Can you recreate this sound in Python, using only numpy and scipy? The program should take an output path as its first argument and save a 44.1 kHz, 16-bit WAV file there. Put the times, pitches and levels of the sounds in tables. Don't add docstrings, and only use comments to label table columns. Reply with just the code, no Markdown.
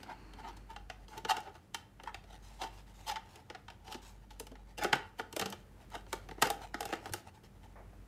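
import sys
import numpy as np
from scipy import signal
from scipy.fft import rfft, irfft, next_fast_len
from scipy.io import wavfile
from scipy.ndimage import uniform_filter1d, map_coordinates

SR = 44100
rng = np.random.default_rng(int(sys.argv[2]) if len(sys.argv) > 2 else 0)


def inscribe(sig):
    pcm = np.round(np.clip(np.atleast_2d(sig).T, -1, 1) * 32767)
    wavfile.write(sys.argv[1], SR, pcm.astype(np.int16))


N = 355887

# (relative, per Hz)
AIR_COLOUR = [(28, -35), (45, -1), (64, -13.5), (84, 1.5), (105, -2.5), (145, -9), (210, -13), (300, -15),
              (500, -19.5), (850, -25.5), (1700, -29), (4000, -38.5), (10000, -42.5), (15500, -45.5)]
WHIR_COLOUR = [(90, -23), (150, 0), (300, 5.5), (560, -11), (800, -7), (1500, -7.5), (1950, -13),
               (2850, -12), (3250, -24), (3850, -28), (4300, -10.5), (4900, -25), (9000, -33), (14000, -65)]
RUB_COLOUR = [(350, -9), (640, -2), (880, 8.5), (1050, -11.5), (1290, -4.5), (1600, -8.5), (1950, -5.5),
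              (2400, -12.5), (3000, -9.5), (3400, -14), (6200, -17), (8000, -20.5), (15500, -31)]
SKIN_COLOUR = [(400, -10), (900, 9), (1500, -2), (2900, 2), (4500, -2), (7500, -3), (9000, -9.5),
               (12000, -11), (15500, -16)]
BUMP_COLOUR = [(150, -35), (400, 3.5), (800, 4.5), (1400, -8), (2200, -8.5), (3000, -31), (8000, -43)]
# time_s, level_db (rms)
WHIR_LEVEL = [(0, -60.5), (.3, -58.5), (.55, -62), (.9, -79), (1.3, -100)]
# pitch_hz, level_db (peak of one sine)
HUM_TONES = [(48.2, -58), (98, -74), (197, -68)]
# pitch_hz, t60_s
ROOM_DECAY = [(150, 0.54), (900, 0.36), (2500, 0.34), (7000, 0.24), (15000, 0.22)]
# start_s, level_db, t60_s
BUMPS = [(7.756, -52, 0.48), (7.93, -59, 0.14)]
# time_s, level_db
HAND_RUB = [(0, -68), (.75, -86), (1.45, -59), (1.85, -81), (2.2, -68), (3.25, -64.5), (3.62, -78.5),
            (4.1, -72), (5.6, -68), (5.93, -79), (6.55, -68), (6.92, -56), (7.4, -71.5), (8.07, -94)]
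# start_s, length_s, level_db
SCUFFS = [(0.562, 0.017, -58), (1.08, 0.086, -63), (2.421, 0.099, -62), (2.53, 0.2, -67.5),
          (2.723, 0.1, -65), (2.864, 0.064, -68), (2.938, 0.2, -64.5), (3.286, 0.081, -64),
          (4.015, .1, -58.5), (5.903, 0.087, -68.5), (6.078, 0.044, -63), (7.339, 0.025, -66.5),
          (7.431, .04, -64)]
# start_s, level_db, pitch_hz
THUMPS = [(1.24, -42, 180), (3.946, -44, 245), (4.513, -45, 260), (4.838, -36, 187), (4.933, -31.5, 139),
          (5.411, -34, 195), (5.425, -40.5, 104), (5.458, -35, 193), (5.499, -38.5, 200), (6.134, -42, 174),
          (6.3, -42, 164), (6.423, -34, 141), (6.746, -47, 191), (6.855, -45, 181), (7.09, -40, 83.4),
          (7.114, -34.5, 98.8)]
# pitch_hz, width_hz, gain_db (before the scatter with place)
PLASTIC_MODES = [(354, 51, -0.5), (436, 39, 3), (1285, 90, -2), (1447, 82, -1), (1720, 69, -10),
                 (1890, 39, -10), (2330, 17, -7.5), (2774, 54, 3), (3106, 180, 1.5), (3485, 98, -4),
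                 (3770, 116, -8.5), (4140, 210, -11), (4760, 20, -24), (4970, 41, -9), (5556, 56, -34)]
# time_s, tightness (0 loose to 1 seated)
SEATING = [(4.1, 0), (4.8, 0.4), (5.45, 0), (5.8, 0.56)]
# peak_s, rise_s, fall_s, strength_db, edge_tick_db, knock_db (last two over the strength)
SCRAPES = [(.105, .045, 0.034, -44.5, -20.5, -7.5), (.395, 0.019, 0.029, -54.5, -18.5, 0),
           (.445, .023, .049, -47.5, -20, -7), (0.484, 0.026, 0.028, -49, -14, -3),
           (0.702, 0.017, 0.051, -52.5, -10, -3), (1.14, 0.044, .022, -51.5, -20, -4),
           (1.172, .023, 0.032, -52, -11, 7), (1.286, .005, .012, -43, -32, -19),
           (1.307, .028, 0.019, -30.5, -8.5, -13.5), (1.345, 0.018, 0.045, -41.5, -40, -26),
           (1.378, 0.0083, 0.028, -46.5, -14.5, -14), (1.468, 0.028, 0.048, -50, -20, 2.5),
           (2.073, 0.017, 0.031, -41.5, -23.5, -17), (2.624, .034, 0.056, -43, -7, -1),
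           (3.091, .03, 0.0085, -43, -1.5, -7), (3.11, .013, 0.013, -43, -8, -17),
           (3.925, .083, 0.059, -50.5, -2, -2), (4.309, 0.017, 0.039, -67.5, 3.5, -6),
           (4.784, .012, 0.0085, -50.5, 1, 9), (4.831, 0.046, 0.039, -33.5, -15.5, -2.5),
           (5.193, .012, 0.0091, -54, 0, 15), (5.952, 0.013, 0.0067, -42, -13, 1),
           (6.455, 0.029, 0.0089, -36.5, -13, 5)]
# strike_s, strength_db, edge_tick_db, knock_db (both over the strength), ring_hz
CONTACTS = [(.031, -56, -6, -1, 857), (.335, -62.5, -6, 4, 920), (.569, -71.5, 3.5, 9, 890),
            (0.762, -48.5, -25, -11, 816), (0.899, -45, -20, -11, 738), (1.082, -62.5, -9, 4, 885),
            (1.178, -58.5, 5, -6, 900), (1.2487, -41, -19, 1, 872), (1.31, -41, -18, -15, 914),
            (1.367, -47.5, -5, 3, 820), (1.403, -69, 9, -6, 885), (1.5521, -62, -15, -2, 870),
            (1.7451, -41, -5, -12.5, 900), (1.998, -53, -59, -6, 887), (2.0349, -59, -4.5, 9, 930),
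            (2.1442, -47.5, -12.5, -10, 770), (2.239, -70, -7, 8, 680), (2.616, -45.5, -12, -3, 830),
            (2.636, -46, -22, -2, 800), (3.097, -43.5, -10, -16, 888), (3.158, -43, -21, -22, 883),
            (3.166, -44.5, -36, -13, 874), (3.357, -63, 2, 6.5, 730), (3.4999, -48.5, -21, 1.5, 856),
            (3.548, -47.5, -33, -9, 740), (3.682, -50.5, -30, -18, 926), (3.701, -57, -11, -5, 730),
            (3.8793, -56.5, -19, 1, 883), (3.924, -52.5, -1, -14, 907), (3.9444, -50.5, -9, 6, 840),
            (4.306, -61.5, -9, -11, 870), (4.398, -55.5, 10.5, 13, 896), (4.468, -60, 1, -1, 850),
            (4.516, -68, -4, 18, 910), (4.554, -57.5, -32, -16, 840), (4.8356, -46, 3.5, -4, 740),
            (4.8439, -33, -15, 4.5, 760), (4.9277, -32, -15, -20, 897), (4.9302, -24, -20.5, -9.5, 880),
            (4.954, -50.5, -3, 10.5, 950), (5.1951, -38, -41, 0, 880), (5.327, -57, 5, 8, 913),
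            (5.364, -46, 4, 11, 696), (5.3953, -39.5, 0, 0, 819), (5.413, -41, -5, 4.5, 847),
            (5.4215, -38, -25, -16, 792), (5.4576, -43.5, -3.5, 3, 843), (5.501, -72.5, 21, 11, 840),
            (5.5246, -48, -5, -27, 878), (5.531, -52, -24, 3.5, 697), (5.902, -82, 15, 1, 820),
            (6.0652, -63, -18, 4, 917), (6.1285, -38.5, -3.5, 2, 899), (6.288, -53, -10.5, 2, 760),
            (6.3111, -50, -18, 2.5, 876), (6.379, -64, -42, 19.5, 760), (6.417, -43, -3, -14, 853),
            (6.4219, -25, -6, -6, 817), (6.4261, -29, -10, -7.5, 902), (6.47, -43, -3, -8, 764),
            (6.7425, -38, -19, -1.5, 830), (6.828, -46.5, -9, -2, 787), (6.89, -56, -27, 11.5, 800),
            (6.926, -38.5, -17, 3.5, 720), (6.9342, -39.5, -15, 1, 805), (7.057, -46.5, -12, 1, 790),
            (7.093, -59.5, -4, 10.5, 920), (7.124, -62, 8, 4, 850), (7.1356, -41, 3, -1.5, 850),
            (7.4362, -75, 1, 17, 860)]
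# strike_s, strength_db
LATCHES = [(6.5017, -40), (6.8062, -45.5), (6.8534, -48.5)]
# knock_db, ring_db, crack_db, edge_tick_db (all over the strength), ring_hz
LATCH_VOICE = (3, 11, 1, 2, 803)

# (low_hz, high_hz)
CLACK, KNOCK, CRACK, TICK, FIZZ = (1054, 2270), (220, 717), (1890, 6200), (4400, 9240), (9740, 14300)
AIR_DB, AIR_WAVER_DB = -59.5, -1.8
STROKE_RUB_DB, STROKE_RUB_S, STROKE_RUB_GROWS = -73.5, 0.089, 0.15
LOOSE_HZ, SEATED_HZ, GRIP_SPREAD = 870, 826, 0.028
SCRAPE_RING_DB, SCRAPE_RING_PER_EDGE, SEATED_RING_DB = 11.5, 0.26, -11.5
SCRAPE_CRACK_DB, SCRAPE_CRACK_PER_EDGE = 6.5, 0.75
STRIKE_RING_DB, CRACK_DB, CRACK_PER_EDGE, SEATED_CRACK_DB = 1, 4, 0.26, -8.5
YIELD_PER_DB, TYPICAL_DB = -0.1185, -43
TOP_HZ = 15600


def amp(db):
    return 10 ** (np.asarray(db) / 20)


def unit(x):
    return x / np.sqrt(np.mean(x ** 2) + 1e-20)


def burst(x):
    energy = np.sum(x ** 2, axis=-1, keepdims=True)
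    return x * np.sqrt(.01 * SR / (energy + 1e-20))


def along(points, hz):
    f, v = np.transpose(points)
    return np.interp(np.log(hz + 1), np.log(f), v)


def curves(rows):
    s, *cols = np.transpose(rows)
    return [np.interp(np.arange(N) / SR, s, c) for c in cols]


def wobble(rate):
    knots = rng.standard_normal(int(N * rate / SR) + 4)
    return map_coordinates(knots, [np.arange(N) * rate / SR], order=2)


def filtered(x, response):
    m = next_fast_len(len(x) + SR // 10)
    return irfft(rfft(x, m) * response(np.fft.rfftfreq(m, 1 / SR)), m)[:len(x)]


def coloured(x, spectrum):
    return unit(filtered(x, lambda hz: amp(along(spectrum, hz))))


def patchy(depth_db):
    z = signal.stft(rng.standard_normal(N), nperseg=512)[2]
    field = uniform_filter1d(rng.standard_normal(z.shape), 3, 0)
    field = uniform_filter1d(field, 16, 1)
    return signal.istft(z * amp(depth_db * unit(field)), nperseg=512)[1][:N]


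def add(track, s, sound):
    start = max(round(s * SR), 0)
    track[start:start + len(sound)] += sound[:N - start]


def band(edges, hz, order=3):
    low, high = np.sort(edges)
    detune = 1j * (hz - low * high / (hz + 1)) / (high - low)
    return 1 / np.prod([detune - pole for pole in signal.buttap(order)[1]], axis=0)


def background():
    whir_db, = curves(WHIR_LEVEL)
    air = amp(AIR_DB + AIR_WAVER_DB * wobble(1.41)) * coloured(rng.standard_normal(N), AIR_COLOUR)
    whir = amp(whir_db) * coloured(rng.standard_normal(N), WHIR_COLOUR)
    return air + whir


def hum(depth=0.93):
    t = np.arange(N) / SR
    beat_hz, quiet_s = .532, 1.64
    (low_hz, low_db), *overtones = HUM_TONES
    second_turns = low_hz * t + beat_hz * (t - quiet_s)
    beating = np.sin(2 * np.pi * low_hz * t) - depth * np.sin(2 * np.pi * second_turns)
    steady = sum(amp(db) * np.sin(2 * np.pi * hz * t + 1.06 * wobble(3.1)) for hz, db in overtones)
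    return amp(low_db) * beating + steady


def room_tails(count=12):
    hz, t, z = signal.stft(rng.standard_normal((count, SR // 3)), SR, nperseg=256)
    decay = amp(-60 * t / along(ROOM_DECAY, hz)[:, None])
    tails = signal.istft(z * decay, SR, nperseg=256)[1]
    tails = tails * (1 - np.exp(-(np.arange(tails.shape[1]) / SR / 0.00077) ** 2))
    return tails / np.linalg.norm(tails, axis=1, keepdims=True)


def in_room(near, far, tails, wet_db):
    chosen = tails[rng.permutation(len(tails))[:2]]
    wet = signal.fftconvolve(np.array([near, far]), chosen, axes=1).sum(axis=0) / np.sqrt(2)
    return np.pad(near, (0, len(wet) - len(near))) + amp(wet_db) * wet


def bumps():
    track, t = np.zeros(N), np.arange(SR // 2) / SR
    for s, db, t60 in BUMPS:
        wash = coloured(rng.standard_normal(len(t)), BUMP_COLOUR)
        add(track, s, amp(db - 60 * t / t60) * wash * (1 - np.exp(-t / 0.00092)))
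    return track


def rub_level():
    hand_db, = curves(HAND_RUB)
    t, usual_db = np.arange(N) / SR, np.mean([row[3] for row in SCRAPES])
    power = amp(hand_db) ** 2
    for s, _, _, db, _, _ in SCRAPES:
        swell_db = STROKE_RUB_DB + STROKE_RUB_GROWS * (db - usual_db)
        power = power + amp(swell_db) ** 2 * np.exp(-((t - s) / STROKE_RUB_S) ** 2)
    return 10 * np.log10(power)


def rubbing(rub_db, grain_db=3, waver_db=7.0):
    grains = patchy(depth_db=-3.5) * amp(grain_db * wobble(500))
    return amp(rub_db + 0.5 + waver_db * wobble(25)) * coloured(grains, RUB_COLOUR)


def scuffs(grain_db=-1.5):
    track, t = np.zeros(N), np.arange(SR // 4) / SR
    skin = coloured(patchy(depth_db=3.5) * amp(grain_db * wobble(400)), SKIN_COLOUR)
    for s, length, db in SCUFFS:
        speed = (1 - np.exp(-t / .005)) / (1 + (t / length) ** 6)
        add(track, s, amp(db) * speed * skin[round(s * SR):][:len(t)])
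    return track


def thumps(t60=0.19):
    track, t = np.zeros(N), np.arange(SR // 3) / SR
    for s, db, hz in THUMPS:
        upper_hz = hz * rng.uniform(1.0, 2.0)
        sway = np.sin(2 * np.pi * hz * t) + .5 * np.sin(2 * np.pi * upper_hz * t)
        add(track, s, amp(db - 6.5) * sway * amp(-60 * t / t60) * (1 - np.exp(-t / 0.00084)))
    return track


def plastic_bands(size=4096, direct=0.55, place_db=2):
    hz = np.fft.rfftfreq(size, 1 / SR)
    body = direct
    for centre, width, db in PLASTIC_MODES:
        loss = 1j * hz * width
        body = body + amp(db + place_db * rng.normal()) * loss / (centre * centre - hz * hz + loss)
    lower = [body * band(CLACK, hz, order=4), body * band(KNOCK, hz, order=2), body * band(CRACK, hz)]
    return lower + [band(TICK, hz), band(FIZZ, hz)]


def panel(force, voicing, size=3072):
    clack_db, knock_db, ring_db, crack_db, tick_db, ring_hz = voicing
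    t = np.arange(size) / SR
    fizz_db = tick_db - 5.0 + 0.16 * (tick_db - crack_db)
    # level_db, t60_s, build_s; the heavy casing speaks last
    parts = [(0, .035, .0006), (knock_db, .042, .0042), (crack_db - 0.5, .029, .0005),
             (tick_db - 0.5, .025, .0003), (fizz_db, .022, .0002)]
    db, t60, build = np.transpose(parts)[:, :, None]
    modes = rng.standard_normal((len(parts), size)) * amp(-60 * t / t60)
    modes = modes * (1 - np.exp(-(t / build) ** 2))
    dense = irfft(rfft(modes) * plastic_bands(size=size))
    main = np.sin(2 * np.pi * ring_hz * t) * amp(-60 * t / 0.055)
    neighbour_hz = ring_hz * rng.uniform(.86, 0.94)
    neighbour = 0.48 * np.sin(2 * np.pi * neighbour_hz * t + rng.normal()) * amp(-60 * t / 0.056)
    ring = (main + neighbour) * (1 - np.exp(-t / 0.0022))
    overtone = np.sin(2 * np.pi * 3.41 * ring_hz * t) * amp(-60 * t / 0.024)
    answers = burst(signal.fftconvolve(force[None], np.vstack([dense, ring, overtone]), axes=1))
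    levels_db = np.vstack([db, [ring_db], [crack_db - 7]])
    return amp(clack_db) * np.sum(amp(levels_db) * answers, axis=0)


def seating(s):
    return np.clip(np.interp(s, *np.transpose(SEATING)), 0, 1)


def stroke_voice(s, db, edge_db, knock_db):
    ring_db = SCRAPE_RING_DB + SCRAPE_RING_PER_EDGE * edge_db + SEATED_RING_DB * seating(s)
    crack_db = SCRAPE_CRACK_DB + SCRAPE_CRACK_PER_EDGE * edge_db
    ring_hz = LOOSE_HZ + (SEATED_HZ - LOOSE_HZ) * seating(s)
    ring_hz = ring_hz * (1 + GRIP_SPREAD * rng.normal())
    return db, knock_db, ring_db, crack_db, edge_db, ring_hz


def scrapes(tails, slips_per_s=950, spread_db=3.5, fade_db=17):
    track = np.zeros(N)
    for s, rise, fall, db, edge_db, knock_db in SCRAPES:
        voicing = stroke_voice(s, db, edge_db, knock_db)
        t = np.arange(-rise, fall, 1 / SR)
        pressure = amp(-fade_db * np.maximum(-t / rise, t / fall))
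        chance, size, sign = rng.random((3, SR // 4))[:, :len(t)]
        step = amp(-spread_db * np.log(size + 0.03)) * np.sign(sign - .5)
        force = (chance < slips_per_s / SR) * step * pressure
        near, far = panel(force, voicing), panel(force, voicing)
        add(track, s - rise, in_room(near, far, tails, wet_db=-11.0))
    return amp(-2.0) * track


def strike_voice(s, db, edge_db, knock_db, ring_hz):
    yield_db = YIELD_PER_DB * (db - TYPICAL_DB)
    crack_db = CRACK_DB + CRACK_PER_EDGE * edge_db + SEATED_CRACK_DB * seating(s)
    return db, knock_db, STRIKE_RING_DB + yield_db, crack_db + yield_db, edge_db, ring_hz


def strikes():
    tabs = [(row[0], strike_voice(*row)) for row in CONTACTS]
    return tabs + [(s, (db, *LATCH_VOICE)) for s, db in LATCHES]


def clicks(events, tails, onset_db=-37, onset_s=0.0043):
    track = np.zeros(N)
    before = np.arange(-(SR // 100), 1) / SR
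    for s, voicing in events:
        force = amp(onset_db) * np.exp(before / onset_s) * rng.standard_normal(len(before))
        force[-1] = 1
        near, far = panel(force, voicing), panel(force, voicing)
        add(track, s + before[0], in_room(near, far, tails, wet_db=-10.0))
    return amp(-1.28) * track


def scene():
    tails = room_tails()
    surroundings = background() + hum() + bumps()
    handling = rubbing(rub_level()) + scuffs() + thumps() + scrapes(tails) + clicks(strikes(), tails)
    return (surroundings + handling)[None]


def record(dry):
    def low_pass(hz):
        return 1 / np.sqrt(1 + (hz / TOP_HZ) ** 160)
    return np.array([filtered(channel, low_pass) for channel in dry])


dry = scene()
out = record(dry)
inscribe(out)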